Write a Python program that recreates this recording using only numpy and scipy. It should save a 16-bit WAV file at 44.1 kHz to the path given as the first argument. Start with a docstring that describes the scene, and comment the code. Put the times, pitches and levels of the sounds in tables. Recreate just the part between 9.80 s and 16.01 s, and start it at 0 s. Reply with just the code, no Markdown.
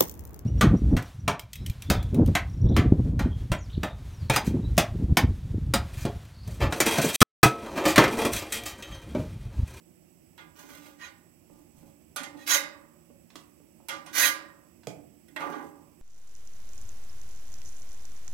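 """Turning pancakes on a patio griddle.

A thin metal spatula is set down, slid under a pancake in short rasping strokes and dragged along
the steel plate, which rings with every touch. Each rasp is a crowd of tiny slips; some end in a squeal.
The pancakes flop back softly; the burner rumbles and its gas jet hisses and whistles faintly."""
import sys
import numpy as np
from scipy import signal
from scipy.fft import rfft, irfft, next_fast_len
from scipy.io import wavfile

SR = 44100
rng = np.random.default_rng(int(sys.argv[2]) if len(sys.argv) > 2 else 0)


def generate_wav(signal):
    """Clip the signal to [-1, 1] and save it as 16-bit WAV at the path in sys.argv[1]."""
    frames = np.transpose(np.atleast_2d(signal))
    scaled = np.clip(frames, -1, 1) * 32767
    pcm = np.round(scaled).astype(np.int16)
    wavfile.write(sys.argv[1], SR, pcm)


N = 273953
TIME = np.arange(N) / SR


# the blade hits the plate: t/s, level/dB, brightness/Hz, chatter fade time/s
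BLADE_KNOCKS = [(0.578, -18.5, 3460, 0.029), (0.793, -26, 12960, .006), (2.361, -5.5, 9200, 0.027),
                (2.433, -11.5, 6700, 0.0081), (4.085, -4.5, 6550, 0.033), (4.262, -17.5, 6800, 0.024),
                (5.483, -34.5, 9200, 0.0016), (5.562, -5.5, 2430, 0.0074), (5.605, -6, 1790, 0.03),
                (5.724, -19, 3600, 0.017)]

def knocks():
    """A knock is a chattering blow plus the snap of the blade's edge; brighter knocks snap harder."""
    force = np.zeros(N)
    for s, level_db, bright_hz, fade_s in BLADE_KNOCKS:
        snap_db = level_db - 9.5 + 8 * np.log2(bright_hz / 7000)
        force += blow(s, level_db, low_hz=600, high_hz=bright_hz, fade_s=fade_s, knee_hz=1974)
        force += blow(s, snap_db, low_hz=4470, high_hz=15000, fade_s=0.00069, knee_hz=11800)
    return force


# quick shoves under a pancake: t/s, length/s, level/dB, swell/dB, brightness/Hz, squeal centre/Hz
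BLADE_SHOVES = [(1.174, 0.14, -40.5, -2, 2160, 1600), (2.548, 0.14, -53, 0.5, 8920, 1900),
                (2.655, 0.14, -21.5, 3, 11500, 6160), (4.32, 0.19, -21.5, 9, 15000, 2260)]
# tone of a shove: f/Hz, level/dB
SHOVE_TONE = [(150, -27.5), (300, -13), (450, -10), (600, -6), (800, -10), (1200, -6.5), (2000, 1.5),
              (3000, -3.5), (4200, -1.5), (5200, -5.5), (6600, -5.5), (8300, -11), (11500, -4.5),
              (15500, -7.5)]

def shoves():
    """The blade rasps quickly under a pancake, each time with its own brightness."""
    force = np.zeros(N)
    for start, length, level_db, swell_db, bright_hz, _ in BLADE_SHOVES:
        strength = push(start, length, level_db, swell_db)
        rasp = friction(strength, SHOVE_TONE, slips_per_s=3500, uneven_db=4)
        force += cut(rasp, bright_hz, "low", order=1)
    return force


# notes the blade squeals at: f/Hz, level against the shove/dB, rise and fall time/s
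BLADE_NOTES = [(1877, -3, 0.071), (2520, -3, 0.02), (3940, -6.5, 0.063), (6290, -6.5, .06), (6670, -4, .07)]

def squeals():
    """Just before a shove stops, the slips briefly lock onto the blade's own notes."""
    out = np.zeros(N)
    for hz, note_db, rise_s in BLADE_NOTES:
        swell = 0
        for start, length, level_db, _, _, centre_hz in BLADE_SHOVES:
            peak_s = start + length - 0.07 + 0.011 * rng.standard_normal()
            octaves_away = abs(np.log2(hz / centre_hz))
            hump = np.cos(np.pi / 2 * np.clip((TIME - peak_s) / rise_s, -1, 1)) ** 4
            swell += amp(level_db + note_db - 6.5 * octaves_away) * hump
        wavering_hz = hz + 61 * drift(300)
        out += swell * np.sin(2 * np.pi * np.cumsum(wavering_hz) / SR)
    return out


# drags along the plate: t/s, length/s, level/dB, swell/dB
BLADE_DRAGS = [(5.566, .31, -46, -16)]
# tones of a drag's rasp and of its rumble: f/Hz, level/dB
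DRAG_TONE = [(150, -34), (500, 2), (800, 4.5), (1250, -1), (2100, -7.5), (3300, -22), (5000, -26.5),
             (15000, -62)]
RUMBLE_TONE = [(70, -59), (160, -5.5), (300, -2), (420, 10.5), (700, -45), (2000, -32.5)]

def drags():
    """The blade's edge judders over the plate, which rumbles on a little after the rasp."""
    force = np.zeros(N)
    for start, length, level_db, swell_db in BLADE_DRAGS:
        rasp = push(start, length, level_db, swell_db)
        rumble = push(start, length + 0.052, level_db + 2, swell_db=-11.5)
        force += friction(rasp, DRAG_TONE, slips_per_s=1300, uneven_db=-1)
        force += friction(rumble, RUMBLE_TONE, slips_per_s=740, uneven_db=6)
    return force


# slow slides under a pancake: t/s, length/s, level/dB, swell/dB
BLADE_SLIDES = [(0.73, 0.43, -56, -4)]
# tone of a slide: f/Hz, level/dB
SLIDE_TONE = [(150, -15), (280, 4.5), (450, 4.5), (1200, -2.5), (2400, -1), (4500, -6.5), (7000, -9),
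              (9000, -13.5), (15500, -9)]

def slides(jerks_per_s=10.57, jerk_db=2.2):
    """The blade creeps forward as the dough lets go in small regular jerks."""
    strength = 0
    for start, length, level_db, swell_db in BLADE_SLIDES:
        jerks = amp(-jerk_db * np.cos(2 * np.pi * jerks_per_s * (TIME - start)))
        strength += push(start, length, level_db, swell_db) * jerks
    return friction(strength, SLIDE_TONE, slips_per_s=1500, uneven_db=4)


# gentle pushes: t/s, length/s, level/dB, swell/dB
BLADE_NUDGES = [(1.675, .19, -58.5, -8.5), (1.93, .22, -56.5, -2.5)]
# tone of a nudge: f/Hz, level/dB
NUDGE_TONE = [(100, 8.5), (280, -8.5), (700, -8), (1500, -25.5), (4000, -25.5), (15000, -26)]

def nudges():
    """The blade moves a pancake along with a low, quiet rub."""
    strength = sum(push(*row) for row in BLADE_NUDGES)
    return friction(strength, NUDGE_TONE, slips_per_s=1900, uneven_db=-2.5)


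# how long the plate's dense ring lasts: f/Hz, time to fall 60 dB/s
RING_TIMES = [(100, .5), (300, 1), (1000, 0.9), (2200, 0.45), (4500, 0.36), (8000, 0.25), (15000, 0.17)]

def griddle(force):
    """Steel answers a touch with a fast-dying clash, a longer dense ring and a few clear notes."""
    notes = through(force, plate_notes())
    bending = pressed_plate(force)
    ring = through(bending, dying_noise(RING_TIMES, treble_spacing_hz=9.2))
    # as the point of contact moves, the force passes between two sets of muffled vibrations
    place = 2 * np.pi * 2 * TIME + 0.5 * drift(20)
    clash_times = [(100, 0.136), (10000, 0.068)]   # f/Hz, time to fall 60 dB/s
    clash = 0
    for share in (np.cos(place), np.sin(place)):
        clash += through(bending * share, dying_noise(clash_times, treble_spacing_hz=26))
    return amp(-10) * force + amp(-2) * clash + amp(-3.5) * ring + notes


# strongest notes of plate and blade: f/Hz, relative level/dB, longest time to fall 60 dB/s
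STEEL_NOTES = [(159.3, 4, 0.15), (243, 11.5, 0.73), (288, 18, 1), (294.1, 21.5, 1.0), (318, 14.5, 1),
               (406.6, 5, 0.96), (552, 6.5, 0.35), (563.7, 13, 1), (813, 12.5, 0.99), (839, 6, 0.65),
               (867, 10.5, 0.39), (1020, 9, 1), (1143, 10, 0.18), (1192, 17, 1), (1450, -3, 0.45),
               (1433, 13.5, 0.23), (1471, 12.5, 0.27), (1631, 11, .5), (1904, 7, 0.12), (1834, 5.5, 0.71),
               (2080, 4.5, .35), (2125, 5.5, 1), (2356, 9.5, 0.72), (2438, -4.5, 0.42), (3176, 6.5, 0.29),
               (3242, 10.5, 0.092), (3440, 8.5, 0.14), (3780, 10, .3), (3890, 7.5, 0.21), (4850, 4, 0.14),
               (6170, 9, 0.077), (6350, 4, .2), (6576, 4.5, .22), (6390, 15, 0.16), (11751, 9, 0.13)]

def plate_notes():
    """The steel's clear answer to one tap: each note is a fading sine wave."""
    t = TIME[:SR]
    out = 0
    for hz, level_db, ring_s in STEEL_NOTES:
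        decay = np.log(1000) / min(ring_s, 18 / np.sqrt(hz))   # dough and oil cut high notes short
        fade = 2 * decay / SR * np.exp(-decay * t)
        ear_shift = np.arccos(np.clip(at_hz(EAR_LIKENESS, hz), -1, 1))   # the ears hear it out of step
        phase = rng.uniform(0, 2 * np.pi) + ear_shift * rng.choice([-1, 1]) * np.array([[1], [0]])
        out += amp(level_db - 1) * fade * np.sin(2 * np.pi * hz * t + phase)
    return out


# pitch ranges the plate favours under the blade: f/Hz, width/Hz, level/dB
PLATE_PEAKS = [(310, 53, 2), (565, 55, 0), (832, 200, -6), (1018, 75, 0.5), (1174, 66, 1.5),
               (1442, 130, -1), (1867, 61, 0), (2045, 52, 3.5), (2575, 600, -1)]

def pressed_plate(force):
    """Low bending waves gather in broad peaks with hollows between; the treble passes evenly."""
    peaks = 0
    for hz, width_hz, db in PLATE_PEAKS:
        peaks += amp(db) * signal.lfilter(*signal.iirpeak(hz, hz / width_hz, fs=SR), force)
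    return peaks + amp(-22) * force + cut(force, 2900, "high", order=4)


# a flipped pancake lands: t/s, edge arrives earlier by/s, smack/dB, smack fade time/s, thud/dB
PANCAKE_LANDINGS = [(3.556, 0.053, -22.5, .0068, -28), (5.071, .038, -19, 0.0011, -13.5)]
# soft bumps of dough or blade: t/s, level in the plate/dB
SOFT_BUMPS = [(1.698, -30), (2.03, -27.5), (2.548, -17.5), (3.301, -29), (3.802, -37), (4.001, -30.5)]

def pancakes():
    """A pancake's edge touches, its face smacks down, then its weight thuds; bumps only pat."""
    out = sum(slap(s, db=-37.5, low_hz=255, high_hz=790, fade_s=0.0029) for s, _ in SOFT_BUMPS)
    for s, lead_s, smack_db, smack_s, thud_db in PANCAKE_LANDINGS:
        out += slap(s - lead_s, db=-35, low_hz=640, high_hz=7000, fade_s=0.006)
        out += slap(s, smack_db, low_hz=940, high_hz=15000, fade_s=smack_s)
        out += slap(s, thud_db - 1.5, low_hz=406, high_hz=1080, fade_s=0.00206)
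        out += slap(s + 0.0027, thud_db, low_hz=176.7, high_hz=419, fade_s=0.0041)
    return out


def thumps():
    """The soft weight of a bump, a landing or the settling blade wakes the plate's low notes."""
    landings = [(s, thud_db - 5.5) for s, _, _, _, thud_db in PANCAKE_LANDINGS]
    # the blade settles just after a knock, and its level varies less than the knock's
    settles = [(s + 0.04, -17 + 0.42 * level_db) for s, level_db, _, _ in BLADE_KNOCKS]
    weights = SOFT_BUMPS + landings + settles
    return sum(blow(s, db, low_hz=270, high_hz=360, fade_s=0.0082, knee_hz=400) for s, db in weights)


# tones of the flame and of the gas jet: f/Hz, level/dB
FLAME_TONE = [(15, -55), (25, -31), (75, -5), (127, -11), (143, -10.5), (165, 0.5), (206, -10), (228, -0.5),
              (261, -9.5), (344, -3.5), (430, -21), (585, -17), (1500, -42.5), (1950, -72.5), (3300, -120)]
JET_TONE = [(700, -0.5), (1500, -5), (2600, 1), (4000, -13), (5200, -3), (6400, -5), (7400, -3.5),
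            (8400, -13), (9400, -1.5), (10500, -3), (15800, -0.5)]

def gas(whistle_band_hz=(7715, 7885)):
    """The flame rumbles unsteadily; the jet hisses with a thin whistle."""
    flame = rms_one(colour(stereo_noise(N), FLAME_TONE)) * amp(1.1 * drift(33))
    hiss = rms_one(colour(stereo_noise(N), JET_TONE))
    whistle = rms_one(cut(stereo_noise(N), whistle_band_hz, "band", order=2))
    return amp(-62.5) * flame + amp(-67.5) * hiss + amp(-74) * whistle


# how long the patio echoes: f/Hz, time to fall 60 dB/s
ECHO_TIMES = [(100, 0.6), (1000, 0.54), (4000, 0.24), (15000, 0.28)]

def patio(x, echo_db):
    """Direct sound plus a wash of echoes from wall, lid and paving."""
    return x + amp(echo_db) * through(x, dying_noise(ECHO_TIMES))


def push(start, length, level_db, swell_db, attack_s=0.047, release_s=0.069):
    """Strength of a stroke: it gathers speed, holds while the pressure swells or fades, and stops."""
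    t = TIME - start
    starting = np.sin(np.pi / 2 * np.clip(t / attack_s, 0, 1))
    stopping = np.sin(np.pi / 2 * np.clip((length - t) / release_s, 0, 1))
    pressure = amp(level_db + swell_db * (np.clip(t / length, 0, 1) - 0.5))
    return (starting * stopping) ** 2 * pressure


def friction(strength, tone, slips_per_s, uneven_db):
    """Rubbing is a stream of tiny slips, louder where the blade grips."""
    slips = (rng.random(N) < slips_per_s / SR) * rng.standard_normal(N)
    grip = amp(uneven_db * drift(220))
    return rms_one(colour(slips, tone) * grip) * strength


def blow(s, db, low_hz, high_hz, fade_s, knee_hz):
    """A hit made of many tiny contacts that die away, gently dulled above knee_hz."""
    burst = rng.standard_normal(SR // 8) * np.exp(-TIME[:SR // 8] / fade_s)
    burst = cut(burst, low_hz, "high", order=2)
    burst = cut(burst, high_hz, "low", order=2)
    burst = cut(burst, knee_hz, "low", order=1)
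    return amp(db) * np.pad(burst / np.linalg.norm(burst), (round(s * SR), N))[:N]


def slap(s, db, low_hz, high_hz, fade_s):
    """A short dead blow of soft dough."""
    return blow(s, db, low_hz, high_hz, fade_s, knee_hz=np.sqrt(low_hz * high_hz))


def dying_noise(fade_times, treble_spacing_hz=1):
    """One second of random tones, each half octave dying at its own rate."""
    hz = np.arange(SR // 2 + 1)
    has_tone = (hz < 2600) | (rng.random(len(hz)) * treble_spacing_hz < 1)   # gaps sound like metal
    spectrum = rfft(stereo_noise(SR)) * has_tone
    edges_hz = SR / 2 ** np.arange(10, 0.9, -0.5)
    out = 0
    for low, high in zip(edges_hz, edges_hz[1:]):
        band = irfft(spectrum * ((hz >= low) & (hz < high)))
        fade = amp(-60 * TIME[:SR] / at_hz(fade_times, np.sqrt(low * high)))
        out += rms_one(band * fade) * np.sqrt(2 * (high - low)) / SR
    return out


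# how alike left and right sound: f/Hz, likeness (1 the same, 0 unrelated, -1 opposite)
EAR_LIKENESS = [(60, 0), (130, 0.94), (300, -0.1), (640, 0.5), (1400, -0.12), (3000, 0.1), (15000, -0.5)]

def stereo_noise(size):
    """White noise for two ears, more alike at some pitches than at others."""
    padded = next_fast_len(size)
    mid, side = rfft(rng.standard_normal((2, padded)))
    alike = np.clip(at_hz(EAR_LIKENESS, np.linspace(0, SR / 2, len(mid))), -1, 1)
    spectrum = np.sqrt(1 + alike) * mid + np.sqrt(1 - alike) * side * [[1], [-1]]
    return irfft(spectrum, padded)[:, :size]


def amp(db):
    """Turn decibels into gain."""
    return 10 ** (np.asarray(db) / 20)


def rms_one(x):
    """Scale to an average power of 1."""
    return x / np.sqrt(np.mean(x ** 2) + 1e-20)


def at_hz(points, hz):
    """Read between a table's rows on a pitch scale."""
    known_hz, values = np.transpose(points)
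    return np.interp(np.log(np.maximum(hz, 1)), np.log(known_hz), values)


def colour(x, tone):
    """Make each frequency louder or softer as a tone table says."""
    size = next_fast_len(x.shape[-1])
    gain = amp(at_hz(tone, np.fft.rfftfreq(size, 1 / SR)))
    return irfft(rfft(x, size) * gain, size)[..., :x.shape[-1]]


def cut(x, hz, keep, order):
    """Filter that keeps the lows, the highs or a band."""
    return signal.sosfilt(signal.butter(order, hz, keep, fs=SR, output="sos"), x)


def drift(per_s):
    """Random wander of size about 1."""
    turns = rng.standard_normal(4096)
    return np.interp(TIME * per_s, np.arange(len(turns)), turns)


def through(x, response):
    """Let every sample of a mono signal set off a stereo ring or echo."""
    return signal.fftconvolve(x[None], response, axes=1)[:, :N]


def scene():
    """Blade and dough both shake the plate, over the steady gas."""
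    dough = pancakes()
    scrapes = slides() + nudges() + drags() + shoves()
    force = scrapes + knocks() + thumps() + amp(-9.5) * cut(dough, 700, "low", order=2)
    return griddle(force) + patio(dough, echo_db=1) + patio(squeals(), echo_db=-14) + gas()


# shading of the left microphone: f/Hz, level against the right/dB
LEFT_SHADE = [(60, -7), (110, -8.5), (200, -13.5), (380, -9.5), (700, -7.5), (1300, -9.5), (4400, -8.5),
              (8100, -10.5), (15000, -19)]

def record(dry):
    """The left side is shaded, most in the top treble; both are turned up and lose the very top."""
    both_sides = amp(6) * np.array([colour(dry[0], LEFT_SHADE), dry[1]])
    top_cut = signal.ellip(12, 0.1, 80, 15900, fs=SR, output="sos")
    return signal.sosfilt(top_cut, both_sides)


dry = scene()
out = record(dry)
generate_wav(out)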